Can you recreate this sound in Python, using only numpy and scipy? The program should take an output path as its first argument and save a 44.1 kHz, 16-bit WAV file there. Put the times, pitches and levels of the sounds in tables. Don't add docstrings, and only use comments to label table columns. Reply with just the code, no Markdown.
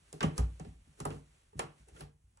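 import sys
import numpy as np
from scipy import signal
from scipy.fft import rfft, irfft
from scipy.io import wavfile
from scipy.ndimage import uniform_filter1d

SR = 44100
rng = np.random.default_rng(int(sys.argv[2]) if len(sys.argv) > 2 else 0)


def dump_mix(stems):
    frames = np.atleast_2d(stems).T
    limited = np.clip(frames, -1, 1)
    pcm = np.round(limited * 32767).astype(np.int16)
    wavfile.write(sys.argv[1], SR, pcm)


N = 105840
T = np.arange(N) / SR
HZ = np.maximum(np.fft.rfftfreq(N, 1 / SR), 1)

# f/Hz, relative level/dB, t60/s
STAIR_MODES = [(59, 3.5, .14), (94.1, -6.5, .28), (146.7, -3.5, 0.37), (162.2, -2.5, 0.3),
               (268.7, -5, 0.29), (336.2, -10.5, 0.34), (411, 2, 0.18), (458.7, -4, 0.35), (595, -12, 0.24),
               (696, -27, .19), (883, 9, 0.086), (1125, -7, 0.22), (1205, -5.5, .18), (1618, -17, 0.33),
               (1856, -8.5, 0.17), (2220, -27.5, 0.1), (2698, -6, 0.2)]
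BOOM_HZ, THUMP_HZ, KNOCK_HZ = 54.6, 154, 364
BOOM_SWELL_S = 0.021
WIDE_FROM_HZ, WIDE_TO_HZ = 530, 5250


def undb(db):
    return 10 ** (np.asarray(db) / 20)


def slope(hz, points):
    f, db = np.array(points, float).T
    return undb(np.interp(np.log(hz), np.log(f), db))


def wide(hz):
    return 1 / (1 + (WIDE_FROM_HZ / hz) ** 5) / (1 + (hz / WIDE_TO_HZ) ** 20)


def noise(gain, spread=1):
    mid_width, treble_width = 1, 0.28
    mid, side = rfft(rng.standard_normal((2, N)))
    width = spread * (mid_width * wide(HZ) + treble_width * (HZ > WIDE_TO_HZ))
    signs = np.array([[1], [-1]])
    spectrum = gain * (mid + width * side * signs) / np.sqrt(1 + width ** 2)
    x = irfft(spectrum, N)
    return x / x.std()


def band(centres, index):
    power = np.interp(np.log(HZ), np.log(centres), np.eye(len(centres))[index])
    return np.sqrt(power)


def fade(t, t60):
    return np.exp(-np.log(1000) * t / t60)


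def swell(t, rise):
    return 1 - np.exp(-(t / rise) ** 2)


def after(start):
    i = max(int(start * SR), 0)
    return slice(i, min(i + SR, N)), T[:min(SR, N - i)]


def ring(t, colour, rise):
    out = 0
    draws = rng.uniform(-1.02, 1, (len(STAIR_MODES), 2))
    for (hz, db, t60), (detune, phase) in zip(STAIR_MODES, draws):
        envelope = swell(t, rise + BOOM_SWELL_S * (BOOM_HZ / hz) ** 2) * fade(t, t60)
        pitch = hz * (1 + 0.0087 * detune)
        start_phase = np.pi * phase * (hz > 2 * BOOM_HZ)
        wave = np.sin(2 * np.pi * pitch * t + start_phase)
        out = out + undb(db) * slope(hz, colour) * envelope * wave
    return np.sqrt(2) * out


def grain():
    grain_db, grain_width_hz = 3, 87
    knots = np.arange(0, SR / 2, grain_width_hz)
    return undb(grain_db * np.interp(HZ, knots, rng.standard_normal(len(knots))))


def flicker():
    depth_db = 0.5
    x = rng.standard_normal(N)
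    for _ in range(2):
        x = uniform_filter1d(x, size=260)
    return undb(depth_db * x / x.std())


def house_quiet():
    # f/Hz, relative level/dB
    quiet_colour = [(20, -11), (55, 5), (150, -9), (300, -23.5), (1000, -30.5), (4500, -38.5),
                    (9000, -29.5), (10500, -25), (12000, -50.5), (16000, -45)]
    level_db = -70.5
    return undb(level_db) * noise(slope(HZ, quiet_colour))


def clothes():
    # t/s, level/dB
    rustle = [(0, -72), (.15, -66), (.5, -68.5), (.68, -68), (.78, -74.5), (.97, -70.5), (1.25, -73),
              (1.38, -71), (1.5, -76), (1.75, -73.5), (1.8, -68.5), (1.87, -74.5), (1.95, -68.5),
              (2.06, -70.5), (2.14, -90), (2.4, -79.5)]
    # f/Hz, relative level/dB
    rustle_colour = [(100, -4.5), (400, 1), (1000, -1.5), (2500, -1), (5000, -8), (8000, -5), (10300, -1.5),
                     (11800, -27.5), (16000, -30.5)]
    level = undb(np.interp(T, *np.array(rustle).T))
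    return level * flicker() * noise(slope(HZ, rustle_colour))


def soles():
    # t/s, half length to 1/e in amplitude/s, level/dB
    brushes = [(0.379, 0.017, -50), (0.995, 0.017, -61), (1.143, 0.055, -60), (1.585, 0.014, -60.5),
               (1.89, 0.018, -64), (1.968, 0.025, -60), (2.008, 0.02, -54.5), (2.033, .025, -68.5)]
    # f/Hz, relative level/dB
    brush_colour = [(100, -13), (420, 13), (900, -7), (1500, -3), (4000, -11), (8000, -8), (10500, -3),
                    (12000, -34.5), (16000, -28)]
    level = sum(undb(db) * np.exp(-((T - at) / half) ** 2) for at, half, db in brushes)
    return level * flicker() * noise(slope(HZ, brush_colour))


def touches():
    # t/s, level/dB
    toe_touches = [(1.529, -57.5), (1.950, -58.5), (2.045, -58)]
    # f/Hz, relative level/dB
    touch_colour = [(60, -13.5), (160, 0), (280, -19.5), (420, -4.5), (650, -16.5), (920, -9.5),
                    (2000, -17.5)]
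    out = np.zeros((2, N))
    for start, db in toe_touches:
        span, t = after(start)
        out[:, span] += undb(db) * ring(t, touch_colour, .002)
    return out


def cracks():
    # t/s, relative level/dB in each of the seven bands, the joint's own pitch f/Hz, its ring level/dB
    slips = [(0.1275, -51, -54.5, -60, -49, -43, -39, -47, 463, -49),
             (0.2062, -52, -35, -34.5, -33, -37.5, -47, -47, 1560, -35),
             (0.2287, -39.5, -36, -32.5, -47, -32, -37.5, -52, 1176, -28),
             (0.2330, -35, -53, -80, -72, -43, -39, -50, 2920, -35),
             (0.3790, -50.5, -37.5, -43, -38.5, -28, -31.5, -36.5, 1234, -37.5),
             (0.39, -42, -56, -62, -74, -69, -62, -61, 513, -40),
             (0.5967, -46, -52.5, -54, -53.5, -47.5, -45.5, -82, 588, -54),
             (0.647, -56.5, -70, -62, -58, -73, -61, -87, 413, -50),
             (1.0013, -47, -43.5, -50, -45, -36.5, -37.5, -46, 1510, -59),
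             (1.0519, -51.5, -51.5, -52, -61, -51, -32, -37, 1235, -35.5),
             (1.0534, -34.5, -35.5, -50, -45, -44, -58.5, -70, 860, -52),
             (1.1043, -84, -51, -50, -51, -53, -50, -75, 2710, -50),
             (1.5925, -35, -31.5, -34, -36.5, -29, -29.5, -39, 407, -31),
             (1.885, -61.5, -86, -64, -71, -57.5, -52, -74, 470, -67),
             (1.963, -81, -78, -56.5, -65, -60, -64, -85, 1395, -55),
             (2.0071, -47.5, -49.5, -51.5, -47, -62, -46.5, -46, 460, -52),
             (2.372, -100, -63.5, -70.5, -76, -59, -60.5, -97.5, 880, -65.5)]
    # f/Hz, decay time of the snap to 1/e/s, relative level of the stairwell tail/dB, its t60/s
    crack_bands = [(400, 0.0088, -7.5, 0.28), (1010, 0.0062, -10.5, 0.29), (1944, 0.0094, -15.5, .32),
                   (4150, 0.0022, -15.5, 0.24), (6650, 0.0015, -21, 0.17), (9600, 0.0024, -25.5, 0.26),
                   (13770, 0.0035, -13, .15)]
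    rise_share = 0.37
    top_hz, sizzle_db = 10770, -30.5
    joint_t60_s, overtone, overtone_db = 0.095, 1.6, -21
    ring_db, ring_rise_s = -11, 0.0014
    out = np.zeros((2, N))
    centres = [row[0] for row in crack_bands]
    limits = (1 / (1 + (HZ / top_hz) ** 40) + undb(sizzle_db)) / (1 + (270 / HZ) ** 4)
    for k, (_, snap_s, tail_db, t60) in enumerate(crack_bands):
        gain = band(centres, k) * limits * grain()
        snap, tail = noise(gain, spread=0.79), noise(gain)
        for start, *levels, _, _ in slips:
            span, t = after(start)
            direct = (1 - np.exp(-t / (rise_share * snap_s))) * np.exp(-t / snap_s)
            echo = undb(tail_db) * (1 - np.exp(-t / 0.0005)) * fade(t, t60)
            out[:, span] += undb(levels[k]) * (direct * snap[:, span] + echo * tail[:, span])
    for start, *levels, joint_hz, joint_db in slips:
        span, t = after(start)
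        turn = 2 * np.pi * joint_hz * t
        tone = np.sin(turn) + undb(overtone_db) * np.sin(overtone * turn)
        out[:, span] += undb(joint_db) * fade(t, joint_t60_s) * tone
        colour = [(THUMP_HZ, levels[0] - 26.5)] + list(zip(centres, levels))
        out[:, span] += undb(ring_db) * ring(t, colour, ring_rise_s)
    return out


def footfalls():
    # t/s, relative level/dB of the flight's boom, of the tread's thump
    # and of the board's knock, rise time of the contact/s
    blows = [(0.0, -64.5, -66, -89, 0.0019), (0.072, -67, -76, -84.5, 0.011),
             (0.131, -69, -45.5, -46, 0.0066), (0.211, -46, -40.5, -37, 0.002),
             (0.239, -40, -23.5, -33.5, 0.0033), (0.411, -27, -49.5, -61, .008),
             (0.379, -21, -30, -41.5, .007), (0.601, -55, -39.5, -62.5, 0.0067),
             (0.664, -47.5, -44.5, -58.5, 0.004), (0.736, -52, -86, -76, 0.0043),
             (0.793, -55, -74, -83, 0.0053), (0.868, -60.5, -57.5, -75, 0.0042),
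             (1.005, -50.5, -37.5, -49, 0.002), (1.058, -47, -36.5, -45, 0.0034),
             (1.100, -44, -44, -41.5, 0.0084), (1.150, -54, -51.5, -55.5, 0.0068),
             (1.540, -45, -39.5, -55, 0.018), (1.596, -62.5, -65.5, -38.5, 0.0042),
             (1.632, -63, -43.5, -57.5, 0.012), (1.795, -53, -60.5, -78.5, 0.0068),
             (1.91, -52, -59.5, -67.5, 0.0052), (2.013, -50.5, -44, -61, 0.0039),
             (2.042, -69.5, -61.5, -67, 0.0039), (2.227, -56.5, -83.5, -87, 0.0077)]
    ring_db, flight_db = -3.5, 10.5
    knock_fall_db = -22.5
    sway_hz, sway_db, sway_t60_s = STAIR_MODES[0][0], -10, 0.51
    noise_db, frame_db, thud_t60_s = -3, -7, 0.12
    house_db, house_t60_s = -21, 0.52
    out = np.zeros((2, N))
    limits = 1 / (1 + (46 / HZ) ** 8) / (1 + (HZ / 560) ** 4)
    frame = [noise(band([BOOM_HZ, THUMP_HZ, KNOCK_HZ], k) * limits) for k in range(3)]
    for start, boom, thump, knock, contact in blows:
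        span, t = after(start)
        colour = [(BOOM_HZ, boom + flight_db), (THUMP_HZ, thump),
                  (KNOCK_HZ, knock), (4 * KNOCK_HZ, knock + knock_fall_db)]
        out[:, span] += undb(ring_db) * ring(t, colour, contact)
        sway = swell(t, 2 * BOOM_SWELL_S) * fade(t, sway_t60_s) * np.sin(2 * np.pi * sway_hz * t)
        out[:, span] += undb(boom + sway_db) * sway
        envelope = swell(t, contact) * (fade(t, thud_t60_s) + undb(house_db) * fade(t, house_t60_s))
        levels = (boom + frame_db, thump, knock)
        rumble = sum(undb(db) * x[:, span] for db, x in zip(levels, frame))
        out[:, span] += undb(noise_db) * envelope * rumble
    return out


def scene():
    return house_quiet() + clothes() + soles() + touches() + cracks() + footfalls()


def record(dry):
    mid_lag_s, treble_lag_s, lag_from_hz = 0.00052, .00008, 110
    mid_pan_db = -1.3
    low_cut_hz, top_hz = 24, 16000
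    hz = np.maximum(np.fft.rfftfreq(2 * N, 1 / SR), 1)
    left, right = rfft(dry, 2 * N)
    mid_cycles = hz * mid_lag_s / (1 + (lag_from_hz / hz) ** 4)
    treble_cycles = (hz - WIDE_TO_HZ) * treble_lag_s
    angle = 2 * np.pi * np.where(hz < WIDE_TO_HZ, mid_cycles, treble_cycles)
    turn = uniform_filter1d(np.cos(angle), size=600) - 1j * uniform_filter1d(np.sin(angle), size=600)
    pan = undb(wide(hz) * mid_pan_db / 2)
    pair = irfft(np.array([left * pan * turn, right / pan]), 2 * N)[:, :N]
    pair = signal.sosfilt(signal.butter(2, low_cut_hz, "high", fs=SR, output="sos"), pair)
    return signal.sosfilt(signal.ellip(8, .2, 70, top_hz, fs=SR, output="sos"), pair)


dry = scene()
out = record(dry)
dump_mix(out)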